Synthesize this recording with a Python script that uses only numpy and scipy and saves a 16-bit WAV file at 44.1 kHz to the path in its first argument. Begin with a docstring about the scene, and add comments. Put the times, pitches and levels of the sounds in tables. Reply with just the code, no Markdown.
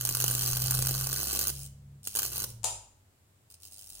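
"""Mains arc on a small transformer.

An arc burns on a table: a spark cluster every half cycle, with louder snaps that ring the case.
It dies to a corona fizz, strikes again and goes out. A switch clacks; later a thin corona buzz returns.
A small room rings behind it. The core hums; a low drone, probably an engine outside, climbs and falls."""
import sys
import numpy as np
from scipy import signal
from scipy.fft import rfft, irfft, next_fast_len
from scipy.io import wavfile
from scipy.ndimage import uniform_filter1d

SR = 44100
rng = np.random.default_rng(int(sys.argv[2]) if len(sys.argv) > 2 else 0)


def file_out(sig):
    """Save sig as 16-bit WAV at sys.argv[1]."""
    # one column per channel
    cols = np.atleast_2d(sig).T
    # limit, then scale
    lim = np.clip(cols, -1, 1)
    pcm = np.round(lim * 32767).astype(np.int16)
    wavfile.write(sys.argv[1], SR, pcm)


N = 176400

# Room tone spectrum. 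Each row: frequency in Hz, relative level in dB.
AIR_SPECTRUM = [(25, -15), (50, -28.5), (85, 2), (115, -4), (170, -15), (300, -17.5), (600, -23),
                (1200, -27), (2300, -31), (6200, -34.5), (7600, -29), (10000, -34), (15500, -35)]
# Engine rumble spectrum. Each row: frequency in Hz, relative level in dB.
RUMBLE_SPECTRUM = [(15, 2.5), (28, -5), (42, -15), (90, -1), (150, -1.5), (300, -24), (600, -21),
                   (1500, -53.5), (5000, -73.5)]
# Engine run. Each row: time in seconds, fundamental in Hz, its level in dB, octave level in dB.
DRONE_TRACK = [(0, 61.5, -54, -42), (.17, 61.8, -66, -39), (.27, 62.6, -53, -35.5), (.4, 62.26, -51, -38),
               (.78, 64.3, -47.5, -32.5), (1.12, 66.1, -49.5, -39), (1.3, 66.4, -45.5, -56),
               (1.57, 68.4, -49, -45), (1.78, 69.2, -57, -53), (1.97, 69.7, -62, -51),
               (2.08, 69.2, -71, -73), (2.26, 63.66, -53, -52.5), (2.4, 61.7, -52.5, -51.5),
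               (2.56, 57.53, -60, -47), (2.75, 50.7, -56.5, -56), (2.95, 49.3, -74, -77.5),
               (3.3, 46, -89.5, -88), (3.7, 40, -84, -68), (4, 45, -62, -78)]
# Core hum under load. Each row: frequency in Hz, level in dB.
HUM_PARTIALS = [(100, -60.5), (200, -66.5)]
# Room decay. Each row: frequency in Hz, T60 in seconds.
ROOM_DECAY = [(150, 0.73), (800, 0.51), (3500, 0.45), (7000, 0.42), (14000, 0.3)]
# Switch contact hits. Each row: time in seconds, relative level in dB.
CONTACT_HITS = [(2.633, -20), (2.6421, -6), (2.6431, -8.5), (2.6445, -10), (2.6453, -1)]
# Switch body spectrum. Each row: frequency in Hz, relative level in dB.
CLACK_SPECTRUM = [(80, -15), (300, -19), (500, -5.5), (780, 6.5), (1000, -3.5), (1400, -13), (2200, -15.5),
                  (2550, -6), (3700, -7.5), (5000, -4.5), (6200, -2.5), (6950, 8), (8200, -1.5),
                  (9400, 4.5), (10400, -9), (13000, -13), (16000, -23)]
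# Switch and plate modes. Each row: frequency in Hz, relative level in dB, T60 in seconds.
PLATE_MODES = [(490, -19.5, 0.37), (735, -10.5, 0.38), (790, -27, 0.4), (870, -17, .4), (983, -19.5, 0.61),
               (6891, -3, 0.104), (7260, -18, .15), (9372, -16, 0.09)]
# Corona strength, one list per spell. Each row: time in seconds, level in dB.
CORONA_SPELLS = [
    [(1.505, -52), (1.56, -47.5), (1.64, -45), (1.674, -53.5)],
    [(2.028, -52.5), (2.06, -43.5), (2.11, -44.5), (2.14, -47), (2.2, -61), (2.45, -68), (2.5, -46),
     (2.53, -56)],
    [(3.498, -55.5), (3.515, -52), (3.532, -61), (3.542, -50), (3.557, -66)],
    [(3.598, -66), (3.63, -51.5), (3.68, -52), (3.692, -63), (3.715, -50.5), (3.8, -49.5), (4.0, -51)],
]
# Corona spectrum. Each row: frequency in Hz, relative level in dB.
CORONA_SPECTRUM = [(100, -11), (900, -16), (1900, -18), (2400, -13.5), (3050, -6.5), (3600, -9.5),
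                   (4300, -6), (5000, -2.5), (9300, 2), (12200, -7), (15000, -3), (16000, -0.5)]
# Hard breakdowns. Each row: start in seconds, relative level in dB.
SNAP_EVENTS = [(0.0094, -15.5), (0.0501, -12.5), (0.071, -18.5), (0.0895, -12), (0.1492, -11),
               (0.1695, -17), (0.2005, -12.5), (0.2104, -17), (0.2208, -15), (0.2398, -10), (0.2619, -17.5),
               (0.2795, -11), (0.2993, -18), (0.3104, -13.5), (0.3498, -13.5), (0.4196, -23.5),
               (0.4304, -19), (0.4617, -24), (0.4703, -34), (0.5115, -17.5), (0.5304, -20), (0.5696, -16.5),
               (0.7078, -12), (0.7483, -14.5), (0.8222, -11.5), (0.8685, -15), (0.8824, -22), (0.9779, -22),
               (0.9901, -23), (1.028, -27), (1.07, -17), (1.1276, -16), (1.2299, -18), (1.3905, -13.5),
               (1.411, -16), (1.4706, -15), (1.48, -14.5), (1.4994, -20.5), (2.0716, -17), (2.151, -15.5),
               (2.1594, -15.5), (2.169, -15.5), (2.1885, -15.5), (2.2185, -22.5), (2.2297, -17),
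               (2.358, -22.5), (2.3783, -19), (2.4398, -30)]
# Case ring under snaps. Each row: frequency in Hz, gain on the spark spectrum in dB.
CASE_RING = [(200, -7.5), (1000, -3), (3000, -2), (6000, 0), (8000, 0), (9400, 1), (11000, -1.5),
             (13000, 3.5), (16000, 0)]
# Arc strength, one list per burn. Each row: time in seconds, level in dB.
ARC_BURNS = [
    [(0.0, -42.5), (0.12, -33.5), (0.19, -39), (0.22, -37), (0.33, -34.5), (0.6, -34), (0.82, -35),
     (0.89, -34.5), (0.92, -35), (1.2, -36), (1.26, -33), (1.505, -35)],
    [(2.152, -36), (2.25, -35.5), (2.29, -41.5), (2.33, -41), (2.37, -32.5), (2.41, -38), (2.447, -34)],
]
# Spark spectrum. Each row: frequency in Hz, relative level in dB.
SPARK_SPECTRUM = [(60, -8), (200, -1), (300, -4.5), (520, -1.5), (680, -8), (900, -6.5), (1600, -8.5),
                  (2100, -14), (2500, -9.5), (3050, -4), (3600, -10), (4200, -4.5), (5400, -3.5), (6600, 0),
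                  (7700, -3), (9300, 2.5), (12200, -2), (13400, -1.5), (14700, 5.5), (16000, -12)]
# Stereo width of a discharge. Each row: frequency in Hz, side over mid in dB.
SPARK_WIDTH = [(200, -20.5), (1500, -11.5), (2300, -4.5), (4700, -10), (6500, -6), (7900, -2), (9200, -19),
               (11300, -7.5), (12800, 0.5), (15500, 1)]
# Spark path, left microphone against right. Each row: frequency in Hz, level in dB, lag in radians.
MIC_BALANCE = [(98.8, 1.5, -4), (380.5, -2.5, 0.95), (1100, -4, 0.85), (1800, -5, 1.3), (2250, -3.5, 3.5),
               (2900, -8.5, 2), (3750, -7.5, 2.5), (5420, -0.5, 3.5), (6100, -1, 5), (8000, 3, 7),
               (9300, -3.5, 5.5), (12200, -1, 6), (13630, -1.5, 10), (15500, 2.5, 10.5)]

HALF_CYCLE_HZ, STREAMER_S = 100, .00024
ROOM_GAP_S, EARLY_DECAY_S, EARLY_DB, ARC_ROOM_DB = .0037, .0041, -2, -9
SWITCH_OFF_S = CONTACT_HITS[1][0]
SIDE_SIGNS = np.array([[1], [-1]])


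def amp(db):
    """dB to gain."""
    return 10 ** (np.asarray(db) / 20)


def over_hz(points, hz):
    """Interpolate (Hz, value) rows on a log axis."""
    knots_hz, values = np.array(points, float).T
    return np.interp(np.log(hz + 1), np.log(knots_hz), values)


def unit(x):
    """Scale to unit energy."""
    return x / np.sqrt(np.sum(x ** 2, axis=-1, keepdims=True))


def response(spectrum, size=2048):
    """Minimum-phase impulse response of (Hz, dB) rows."""
    hz = np.arange(size // 2 + 1) * SR / size
    cepstrum = irfft(np.log(amp(over_hz(spectrum, hz))))
    cepstrum[1:size // 2] *= 2
    cepstrum[size // 2 + 1:] = 0
    return irfft(np.exp(rfft(cepstrum)))


def convolve(x, ir):
    """Convolve per channel, cut to N samples."""
    return signal.fftconvolve(np.atleast_2d(x), np.atleast_2d(ir), axes=-1)[:, :N]


def impulses(times_s, gains):
    """One impulse per time."""
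    at = np.round(np.ravel(times_s) * SR).astype(int)
    inside = (at >= 0) & (at < N)
    return np.bincount(at[inside], np.ravel(gains)[inside], N)


def pan(left_over_right_db):
    """Left and right gains."""
    return amp(SIDE_SIGNS * left_over_right_db / 2)


def diffuse(ir):
    """Reflections reach both microphones alike in the bass, apart in the treble."""
    side = signal.sosfilt(signal.butter(1, 1100, "high", fs=SR, output="sos"), ir[1])
    return unit(ir[0] + side * SIDE_SIGNS)


def room(x):
    """Diffuse room tail, shorter in the treble."""
    hz, age_s, noise = signal.stft(rng.standard_normal((2, SR)), SR, nperseg=256)
    decay = np.exp(-np.log(1000) * age_s / over_hz(ROOM_DECAY, hz)[:, None])
    tail = signal.istft(noise * decay, SR)[1]
    onset = np.clip(np.arange(tail.shape[1]) / SR / ROOM_GAP_S - 1, 0, 1)
    return convolve(x, diffuse(tail * onset))


def room_tone(gain_db=-66):
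    """Quiet air noise, near mono in the bass."""
    mid, side = convolve(rng.standard_normal((2, N)), unit(response(AIR_SPECTRUM, size=8192)))
    side = signal.sosfilt(signal.butter(1, 700, "high", fs=SR, output="sos"), side)
    return amp(gain_db) * (mid + amp(1) * side * SIDE_SIGNS)


def engine_drone(t, rumble_db=-11):
    """Two low engine orders rise and sink together over a soft rumble."""
    knots_s, hz, low_db, octave_db = np.array(DRONE_TRACK).T
    phase = 2 * np.pi * np.cumsum(np.interp(t, knots_s, hz)) / SR
    low, octave = amp(np.interp(t, knots_s, low_db)), amp(np.interp(t, knots_s, octave_db))
    orders = np.sqrt(2) * (low * np.sin(phase) + octave * np.sin(2 * phase))
    rumble = convolve(rng.standard_normal(N), unit(response(RUMBLE_SPECTRUM, size=8192)))
    return orders + amp(rumble_db) * np.hypot(low, octave) * rumble


def core_hum(t, idle_db=-19.5):
    """The transformer core hums, sinking to idle when the switch is thrown."""
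    load = uniform_filter1d(np.where(t < SWITCH_OFF_S, 1., amp(idle_db)), size=4000)
    return load * sum(np.sqrt(2) * amp(db) * np.sin(2 * np.pi * (hz * t + rng.random()))
                      for hz, db in HUM_PARTIALS)


def switch(gain_db=-4.5, room_db=6.5):
    """A switch on the left snaps over: contacts bounce, the plate rings, the room answers."""
    t = np.arange(SR // 2) / SR
    hits_s, hits_db = np.array(CONTACT_HITS).T
    blows = impulses(hits_s, amp(hits_db + gain_db))
    body = convolve(blows, unit(response(CLACK_SPECTRUM)))
    ring = sum(amp(db) * unit(np.sin(2 * np.pi * hz * t) * np.exp(-np.log(1000) * t / t60_s))
               for hz, db, t60_s in PLATE_MODES)
    plate = convolve(impulses([SWITCH_OFF_S], [amp(gain_db)]), ring)
    return body * pan(12.5) + (plate + amp(room_db) * room(body)) * pan(1.5)


def crest_discharges(spells, offset_s, spread_s, crest_scatter_db, spark_scatter_db, count):
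    """Times and gains of discharges crowding round each voltage crest."""
    crests_s = np.arange(N * HALF_CYCLE_HZ // SR) / HALF_CYCLE_HZ + offset_s
    strength = np.zeros(len(crests_s))
    for spell in spells:
        knots_s, db = np.array(spell).T
        active = (crests_s >= knots_s[0]) & (crests_s <= knots_s[-1])
        strength += amp(np.interp(crests_s, knots_s, db)) * active
    strength *= amp(crest_scatter_db * rng.standard_normal(len(crests_s))) * np.sqrt(SR / HALF_CYCLE_HZ)
    times_s = crests_s[:, None] + spread_s * rng.standard_normal((len(crests_s), count))
    shares = unit(amp(spark_scatter_db * rng.standard_normal(times_s.shape)))
    return times_s, strength[:, None] * shares


def radiate(times_s, gains, spectrum, room_db, size=128):
    """Each discharge is a sputter of about a millisecond, scattered by table and room."""
    times_s, gains = times_s[gains > 0], gains[gains > 0]
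    age = np.arange(size) / SR / STREAMER_S
    sputters = unit(rng.standard_normal((2, len(times_s), size)) * age ** 2 * np.exp(-age))
    samples_s = (np.round(times_s * SR)[:, None] + np.arange(size)) / SR
    mid, side = (impulses(samples_s, gains[:, None] * sputter) for sputter in sputters)
    wide = mid + convolve(side, response(SPARK_WIDTH)) * SIDE_SIGNS
    equal_power = [(hz, -10 * np.log10(1 + amp(db) ** 2)) for hz, db in SPARK_WIDTH]
    direct = convolve(wide, response(equal_power))
    scatter = rng.standard_normal((2, 4096)) * np.exp(-np.arange(4096) / SR / EARLY_DECAY_S)
    early = convolve(direct, diffuse(scatter))
    wet = direct + amp(EARLY_DB) * early + amp(room_db) * room(direct)
    return convolve(wet, unit(response(spectrum)))


def mic_shading(x):
    """The recorder's body shifts level and phase between the microphones."""
    size = next_fast_len(N + 2048)
    hz = np.arange(size // 2 + 1) * SR / size
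    balance = np.array(MIC_BALANCE)
    db, lag_rad = over_hz(balance[:, [0, 1]], hz), over_hz(balance[:, [0, 2]], hz)
    paths = np.array([amp(db / 2) * np.exp(-1j * lag_rad), amp(-db / 2)])
    return irfft(rfft(x, size) * paths, size)[:, :N]


def corona():
    """Many tiny discharges fizz at each crest while the gap holds."""
    times_s, gains = crest_discharges(CORONA_SPELLS, offset_s=.0021, spread_s=.0009,
                                      crest_scatter_db=1.9, spark_scatter_db=2, count=14)
    return radiate(times_s, gains, CORONA_SPECTRUM, room_db=-8)


def snaps(gain_db=11.5, delay_s=.0002, spread_s=.0017, scatter_db=1.3, count=2):
    """Harder breakdowns, in close pairs, ring the case."""
    starts_s, levels_db = np.array(SNAP_EVENTS).T
    stagger = (np.arange(count) + rng.random((len(starts_s), count))) / count
    times_s = starts_s[:, None] + delay_s + spread_s * stagger
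    shares = unit(amp(scatter_db * rng.standard_normal(times_s.shape)))
    spectrum = [(hz, db + over_hz(CASE_RING, hz)) for hz, db in SPARK_SPECTRUM]
    return radiate(times_s, amp(levels_db + gain_db)[:, None] * shares, spectrum, ARC_ROOM_DB)


def arc():
    """Spark clusters at twice the mains rate."""
    times_s, gains = crest_discharges(ARC_BURNS, offset_s=.0008, spread_s=.0016,
                                      crest_scatter_db=2.5, spark_scatter_db=5, count=6)
    return radiate(times_s, gains, SPARK_SPECTRUM, ARC_ROOM_DB)


def scene():
    """Stereo sum of all sources."""
    t = np.arange(N) / SR
    discharges = mic_shading(arc() + snaps() + corona())
    return discharges + switch() + engine_drone(t) + core_hum(t) + room_tone()


def record(dry):
    """Steep low-pass at 15.9 kHz."""
    return signal.sosfilt(signal.ellip(10, .2, 80, 15900, fs=SR, output="sos"), dry)


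dry = scene()
out = record(dry)
file_out(out)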